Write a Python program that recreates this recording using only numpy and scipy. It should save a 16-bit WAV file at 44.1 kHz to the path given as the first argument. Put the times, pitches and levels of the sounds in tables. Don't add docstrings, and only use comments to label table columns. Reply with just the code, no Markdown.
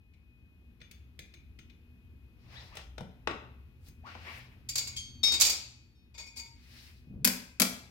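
import sys
import numpy as np
from scipy import signal
from scipy.fft import rfft, irfft, next_fast_len
from scipy.io import wavfile
from scipy.ndimage import uniform_filter1d

SR = 44100
rng = np.random.default_rng(int(sys.argv[2]) if len(sys.argv) > 2 else 0)


def materialize(psi):
    bounded = np.clip(np.atleast_2d(psi).T, -1, 1)
    quanta = np.round(bounded * 32767).astype(np.int16)
    wavfile.write(sys.argv[1], SR, quanta)


N = 348390
LN_60_DB = np.log(1000)

# (time [s], level [dB], left-right [dB], bass [dB], treble [dB])
HAMMER_HITS = [(7.2454, -11, 4, -6, 1), (7.2492, -7, 2, -1, 2), (7.2599, -24, 2, 4, -2),
               (7.2735, -13, 6, 2, -2), (7.5984, -11, 3, -7, -3), (7.6035, -15, 2, 0, -4),
               (7.618, -11, 10, -2, -2), (7.6236, -17, 3, 2, -5)]
# (frequency [Hz], density [dB])
HAMMER_SPECTRUM = [(180, -35), (300, -5.5), (425, -7), (900, -11.5), (1750, -5.5), (1930, -9.5), (2320, -3),
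                   (2880, -10), (4750, -1.5), (8360, -6), (12700, -3), (16000, -6.5)]
# (frequency [Hz], level [dB], t60 [s])
FRAME_MODES = [(2100, -19, .25), (2550, -6, .04), (4400, -6, .05), (4950, -8, .08), (6100, -13, .25)]


def hammer():
    return impacts(HAMMER_HITS, HAMMER_SPECTRUM, FRAME_MODES, usual_db=-12, t60_s=.028, rise_s=.0012,
                   push_s=.001, chatter=.45, body_db=-23, body_per_db=.3, low_db=-3)


# (time [s], level [dB])
BIKE_THUMPS = [(7.256, -27), (7.607, -25)]
# (frequency [Hz], level [dB], t60 [s])
BIKE_MODES = [(191, 0, .11), (248, 0, .13)]


def bike_thumps():
    out = np.zeros((2, N))
    for start_s, db in BIKE_THUMPS:
        add(out, undb(db) * ring(BIKE_MODES, SR // 2)[None], start_s, pan_db=0)
    return out


# (time [s], level [dB], left-right [dB], bass [dB], treble [dB])
CLINK_HITS = [(4.6877, -27, -1, -19, -1), (4.7544, -22, -1, -5, -2), (4.779, -21, -1, -6, -3),
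              (4.8694, -34, -5, -4, -5), (4.9626, -34, 2, -26, -9), (5.232, -25, -8, 2, -12),
              (5.27, -31, -8, 4, -12), (5.3184, -25, -5, 4, -7), (5.3374, -24, -4, -3, -9),
              (5.3984, -19, -9, -3, -3), (5.4091, -11, -6, -8, 2), (5.4174, -12, -6, -6, -3),
              (5.4284, -26, -12, 0, -7), (5.4495, -21, -15, -4, -6), (5.4634, -24, -15, -4, -5),
              (5.4949, -21, -7, 0, -1), (5.5194, -28, -4, 0, -1), (6.1399, -52, 4, 4, -16),
              (6.1766, -41, 4, 2, -10), (6.1943, -42, 4, 2, -14), (6.2253, -56, 3, 4, -10),
              (6.2608, -50, 3, 3, -6), (6.3574, -45, 2, 2, -5), (6.3677, -39, 3, 2, 0),
              (6.385, -41, 3, 2, -4), (6.4499, -55, 4, 2, -10)]
# (frequency [Hz], density [dB])
CLINK_SPECTRUM = [(120, -60.5), (200, -23.5), (1420, -19.5), (1740, -21), (2420, -13), (3070, -16.5),
                  (4600, -5.5), (6050, -8), (7270, -5), (8900, -16), (16000, -16.5)]
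# (frequency [Hz], level [dB], t60 [s])
HELD_TOOL_MODES = [(926, -14, .12), (2200, -5, .14), (2455, -7, .14), (3564, -9, .07), (4545, -3, .1),
                   (4630, 0, .08), (4740, -1, .08), (4860, -4, .07), (5480, -4, .08), (6570, -4, .08),
                   (6690, -3, .09), (6850, -5, .08), (7212, -2, .06), (7310, -3, .06), (7490, -4, .06),
                   (8270, -7, .07), (9350, -10, .06), (10600, -12, .08), (11900, -13, .06),
                   (13100, -15, .06)]


def tool_clinks():
    return impacts(CLINK_HITS, CLINK_SPECTRUM, HELD_TOOL_MODES, usual_db=-25, t60_s=.075, rise_s=.0035,
                   push_s=.002, chatter=.9, body_db=-10, body_per_db=.38, low_db=-9)


# (time [s], pliers [dB], spanner [dB], free for [s], left-right [dB])
TOOL_RINGS = [(4.962, -54, -39, 0.45, -1.5), (5.231, -21.5, -55, 0.14, 10.5), (5.408, -62, -43, 0.86, -7),
              (5.95, -70.5, -85.5, 0.16, -0.5)]
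# (frequency [Hz], level [dB], t60 [s])
PLIERS_MODES = [(2218, -22, .3), (3278, -20, 1.2), (3725, 0, .65), (4506, -14, 1.5), (5329, -5, .4),
                (6196, -17, .6), (7200, -28, .5), (8710, -19, .35), (11340, -30, .3), (11730, -25, .4)]
SPANNER_MODES = [(3176, 0, .26), (3295, -4, .5), (4511, -10, 1.2), (6352, -11, .6), (7407, -8, .36),
                 (8716, -15, .37), (9943, -17, .34), (10820, -19, .44), (12450, -23, .3), (13640, -24, .26)]


def tool_rings():
    out, t = np.zeros((2, N)), np.arange(SR // 2 + 6000) / SR
    pliers, spanner = ring(PLIERS_MODES, len(t)), ring(SPANNER_MODES, len(t))
    attack = 1 - np.exp(-t / .0041)
    for start_s, pliers_db, spanner_db, free_s, pan_db in TOOL_RINGS:
        grip = np.exp(-np.maximum(t - free_s, 0) / .006)
        steel = undb(pliers_db) * pliers + undb(spanner_db) * spanner
        add(out, attack * grip * steel[None], start_s, pan_db)
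    return out


# (time [s], level [dB], left-right [dB], bass [dB], treble [dB])
KNOCK_HITS = [(2.752, -40, 4, -6, 4), (2.769, -31, 3, -16, -7), (2.98, -32, 7, -6, -10),
              (3.007, -28, 3, 16, 0), (3.273, -14, 5, -3, -20), (3.311, -28, 4, -4, -20),
              (4.15, -36, 2, 0, -17)]
# (frequency [Hz], density [dB])
KNOCK_SPECTRUM = [(59, -30), (150, 0), (400, -5), (872, -1.5), (991, -13), (1130, -5.5), (1910, -15),
                  (4020, -14), (4470, -24), (5080, -16.5), (16000, -30.5)]
# (frequency [Hz], level [dB], t60 [s])
PEG_MODES = [(175, -2, .1), (240, -2, .1), (450, -5, .08), (690, -2, .1), (850, 0, .1), (1150, -3, .08),
             (3050, -16, .1), (4000, -14, .04)]


def peg_knocks():
    return impacts(KNOCK_HITS, KNOCK_SPECTRUM, PEG_MODES, usual_db=-30, t60_s=.027, rise_s=.002,
                   push_s=.00067, chatter=.32, body_db=-29, body_per_db=.1, low_db=0)


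# (time [s], level [dB], left-right [dB], bass [dB], treble [dB])
TICK_HITS = [(0.1345, -57, -4, -11, -9), (0.8024, -48, -1, 4, -9), (0.814, -41, 7, -2, -12),
             (0.9112, -38, 2, -1, 7), (1.1903, -33, 0, -3, 2), (1.3382, -42, 3, -2, -2),
             (1.588, -41, 3, 3, -2), (1.697, -52, 10, -15, -10), (3.8831, -40, 2, 20, 24)]
# (frequency [Hz], density [dB])
TICK_SPECTRUM = [(180, -6), (300, -14), (1030, -31.5), (2360, -6.5), (2700, -14), (3640, -15.5),
                 (3950, -13.5), (11900, -32), (16000, -24)]
# (frequency [Hz], level [dB], t60 [s])
SPRING_MODES = [(1450, -6, .06), (1750, -6, .06), (2400, -2, .08), (3500, 0, .07), (4900, -8, .06),
                (6360, -6, .15), (8800, -12, .08)]


def spring_ticks():
    return impacts(TICK_HITS, TICK_SPECTRUM, SPRING_MODES, usual_db=-40, t60_s=.032, rise_s=.003,
                   push_s=.00033, chatter=1, body_db=-21, body_per_db=-.4, low_db=-5)


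def impacts(hits, spectrum, modes, *, usual_db, t60_s, rise_s, push_s, chatter, body_db, body_per_db,
            low_db):
    out, t = np.zeros((2, N)), np.arange(8192) / SR
    response = ring(modes, len(t)) * (1 - np.exp(-t / push_s))
    for start_s, db, pan_db, bass_db, treble_db in hits:
        softer_db = usual_db - db
        tilt = [(450, bass_db), (3000, 0), (11000, treble_db)]
        low_shelf = [(2500, low_db + .45 * softer_db), (4500, 0)]
        contact = np.exp(-LN_60_DB * t / (t60_s * np.exp(.018 * softer_db)))
        contact *= np.minimum(t / (rise_s * np.exp(.04 * softer_db)), 1)
        crack = contact * noise(len(t), lambda hz: undb(curve(spectrum, hz) + curve(tilt, hz)))
        rattle = contact * noise(len(t), lambda hz: undb(curve(tilt, hz) + curve(low_shelf, hz)))
        drive = chatter * rattle / np.sqrt(np.sum(contact ** 2))
        drive[:, 0] += 1 - chatter
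        body = signal.fftconvolve(response[None], drive, axes=1)[:, :len(t)]
        body *= undb(body_db + body_per_db * softer_db)
        add(out, undb(db) * (.77 * crack + body), start_s, pan_db)
    return out


# (time [s], length [s], from [Hz], to [Hz], partial 1 [dB], partial 2 [dB])
SOLE_SQUEAKS = [(2.554, 0.037, 1540, 1990, -55, -50.5), (2.714, 0.033, 742, 1267, -57, -62.5),
                (4.035, 0.06, 598, 1520, -49, -65), (4.262, 0.037, 816, 1159, -51.5, -46.5)]


def sole_squeaks():
    out, waver = np.zeros((2, N)), walk(300)
    for start_s, length_s, from_hz, to_hz, *partials_db in SOLE_SQUEAKS:
        progress = np.linspace(0, 1, int(length_s * SR))
        hz = from_hz + (to_hz - from_hz) * np.sin(np.pi * progress / 2)
        hz *= 1 + .04 * waver[int(start_s * SR):][:len(hz)]
        phase = 2 * np.pi * np.cumsum(hz) / SR
        tone = sum(undb(db) * np.sin(k * phase) for k, db in enumerate(partials_db, 1))
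        add(out, np.sqrt(np.sin(np.pi * progress)) * tone[None], start_s, pan_db=3)
    return out


# (full from [s], until [s], rise [s/20 dB], fall [s/20 dB], level [dB],
#         drag band [dB], scrape band [dB], rustle band [dB])
FLOOR_SCUFFS = [(2.55, 2.62, .14, .2, -58, -3, -2, -11), (2.77, 2.79, .06, .1, -53, -8, -6, -16),
                (3.87, 3.885, .06, .06, -74, -5, 7, 12), (4.068, 4.085, .025, .3, -53, -7, -10, -23),
                (4.27, 4.28, .07, .25, -53, -3, -8, -14), (4.33, 4.38, .15, .13, -60, -10, -5, -6),
                (6.77, 6.88, .25, .16, -60, -22, 0, -3)]
# (centre [Hz], width [Hz])
FRICTION_BANDS = [(850, 790), (2300, 1360), (4450, 2100), (11000, 27000)]


def floor_scuffs():
    bands = [band_noise(N, hz, width_hz) * undb(1.7 * walk(35)) for hz, width_hz in FRICTION_BANDS]
    gains = np.zeros((len(bands), N))
    for *timing, db, drag_db, scrape_db, rustle_db in FLOOR_SCUFFS:
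        gains += undb(db + swell_db(*timing)) * undb([[drag_db], [0], [scrape_db], [rustle_db]])
    return sum(gain * band for gain, band in zip(gains, bands))


def handling_rumble():
    db = -44 + swell_db(full_s=7.11, until_s=7.17, rise_s=.06, fall_s=.25) + 2 * walk(50)
    return undb(db) * band_noise(N, centre_hz=140, width_hz=167)


# (octave centre [Hz], t60 [s])
WALL_DECAY = [(125, 0.52), (250, 0.37), (500, 0.36), (1000, 0.46), (2000, 0.61), (4000, 0.49), (8000, 0.35),
              (16000, 0.24)]


def wall_echo(x):
    t = np.arange(SR) / SR
    tail = sum(band_noise(SR, hz, 1.62 * hz) * np.sqrt(hz) * np.exp(-LN_60_DB * t / t60_s)
               for hz, t60_s in WALL_DECAY)
    tail *= np.minimum(t / .004, 1)
    tail /= np.sqrt(np.sum(tail ** 2) / 2)
    return signal.fftconvolve(x.mean(axis=0)[None], tail, axes=1)[:, :N]


# (time [s], gain [dB])
RECORDER_GAIN = [(0.0, -65.5), (0.75, -61.5), (1.58, -60.5), (3.19, -58.5), (3.94, -59.5), (4.7, -57.5),
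                 (5.45, -56.5), (5.72, -65), (6.18, -63.5), (7.04, -62), (7.41, -66), (7.9, -61.5)]
# (centre [Hz], width [Hz], relative level [dB])
HUM_BANDS = [(64.6, 15, 1), (86, 14, -1.5), (122.8, 11, -2.5), (240.4, 15, -9.5)]
# (frequency [Hz], density [dB])
AIR_SPECTRUM = [(12, -50), (20, -25), (70, 1), (130, -15.5), (187, -13.5), (310, -19.5), (499, -31.5),
                (574, -36), (1570, -38), (2320, -39.5), (2530, -36.5), (3070, -39.5), (8650, -57),
                (12800, -44), (16000, -61)]


def background():
    gain_db = np.interp(np.arange(N) / SR, *np.transpose(RECORDER_GAIN))
    drift_db = gain_db - gain_db.mean()
    hums = sum(undb(db + 2.5 * walk(5.4)) * band_noise(N, hz, width_hz) for hz, width_hz, db in HUM_BANDS)
    air = undb(-58.5 + .81 * drift_db) * noise(N, lambda hz: undb(curve(AIR_SPECTRUM, hz)))
    whine_db = -72.5 + 2.8 * walk(14) + .22 * drift_db
    whine_hz = 2500 + 8 * walk(20)
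    whine = undb(whine_db) * np.sin(2 * np.pi * np.cumsum(whine_hz) / SR)
    return undb(gain_db - 2) * hums + air + whine


def undb(db):
    return 10 ** (np.asarray(db) / 20)


def unit_rms(x):
    return x / np.sqrt(np.mean(x ** 2))


def curve(points, hz):
    points_hz, values = np.transpose(points)
    return np.interp(np.log(hz + 1), np.log(points_hz), values)


def noise(size, gain):
    fft_size = next_fast_len(size, True)
    hz = np.fft.rfftfreq(fft_size, 1 / SR)
    coherence = .91 / (1 + (hz / 980) ** 4)
    phasors = np.exp(2j * np.pi * rng.random((2, len(hz))))
    mid, side = phasors * np.sqrt(rng.exponential(size=(2, len(hz))))
    stereo = np.sqrt(1 + coherence) * mid + np.sqrt(1 - coherence) * side * np.array([[1], [-1]])
    return unit_rms(irfft(gain(hz) * stereo, fft_size)[:, :size])


def band_noise(size, centre_hz, width_hz):
    return noise(size, lambda hz: 1 / np.sqrt(1 + (2 * (hz - centre_hz) / width_hz) ** 4))


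def walk(rate_hz):
    hold = int(SR / rate_hz)
    steps = np.repeat(rng.standard_normal(N // hold + 1), hold)
    return unit_rms(uniform_filter1d(uniform_filter1d(steps, hold), hold)[:N])


def ring(modes, size):
    hz, db, t60_s = np.transpose(modes)[:, :, None]
    t = np.arange(size) / SR
    sign = (-1.) ** np.arange(len(hz))[:, None]
    return np.sum(sign * undb(db) * np.exp(-LN_60_DB * t / t60_s) * np.sin(2 * np.pi * hz * t), axis=0)


def swell_db(full_s, until_s, rise_s, fall_s):
    t = np.arange(N) / SR
    return -20 * (np.maximum(full_s - t, 0) / rise_s + np.maximum(t - until_s, 0) / fall_s)


def add(out, x, start_s, pan_db):
    i = int(start_s * SR)
    out[:, i:i + x.shape[1]] += (x * undb([[pan_db / 2], [-pan_db / 2]]))[:, :N - i]


def scene():
    near = spring_ticks() + peg_knocks() + tool_clinks() + hammer() + sole_squeaks()
    rings = tool_rings() + bike_thumps()
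    echo = undb(-2) * wall_echo(near + .62 * rings)
    return near + rings + echo + floor_scuffs() + handling_rumble() + undb([[.6], [-.6]]) * background()


# (frequency [Hz], left-right [dB])
PORT_BALANCE = [(60, 0.5), (110, 1.0), (200, 2.5), (380, 3.5), (700, 3.5), (1290, 4.5), (2380, 4.5),
                (4400, 5.5), (8120, -1.5), (15000, -0.5)]


def record(dry):
    right_lag_s, top_hz = 2e-4, 16100
    hz = np.fft.rfftfreq(N, 1 / SR)
    balance_db = curve(PORT_BALANCE, hz)
    colour = undb([balance_db / 2, -balance_db / 2])
    delay = np.exp(-2j * np.pi * hz * np.array([[0], [right_lag_s]]))
    lowpass = signal.ellip(10, .2, 70, top_hz, fs=SR, output="sos")
    return signal.sosfilt(lowpass, irfft(rfft(dry) * colour * delay, N))


dry = scene()
out = record(dry)
materialize(out)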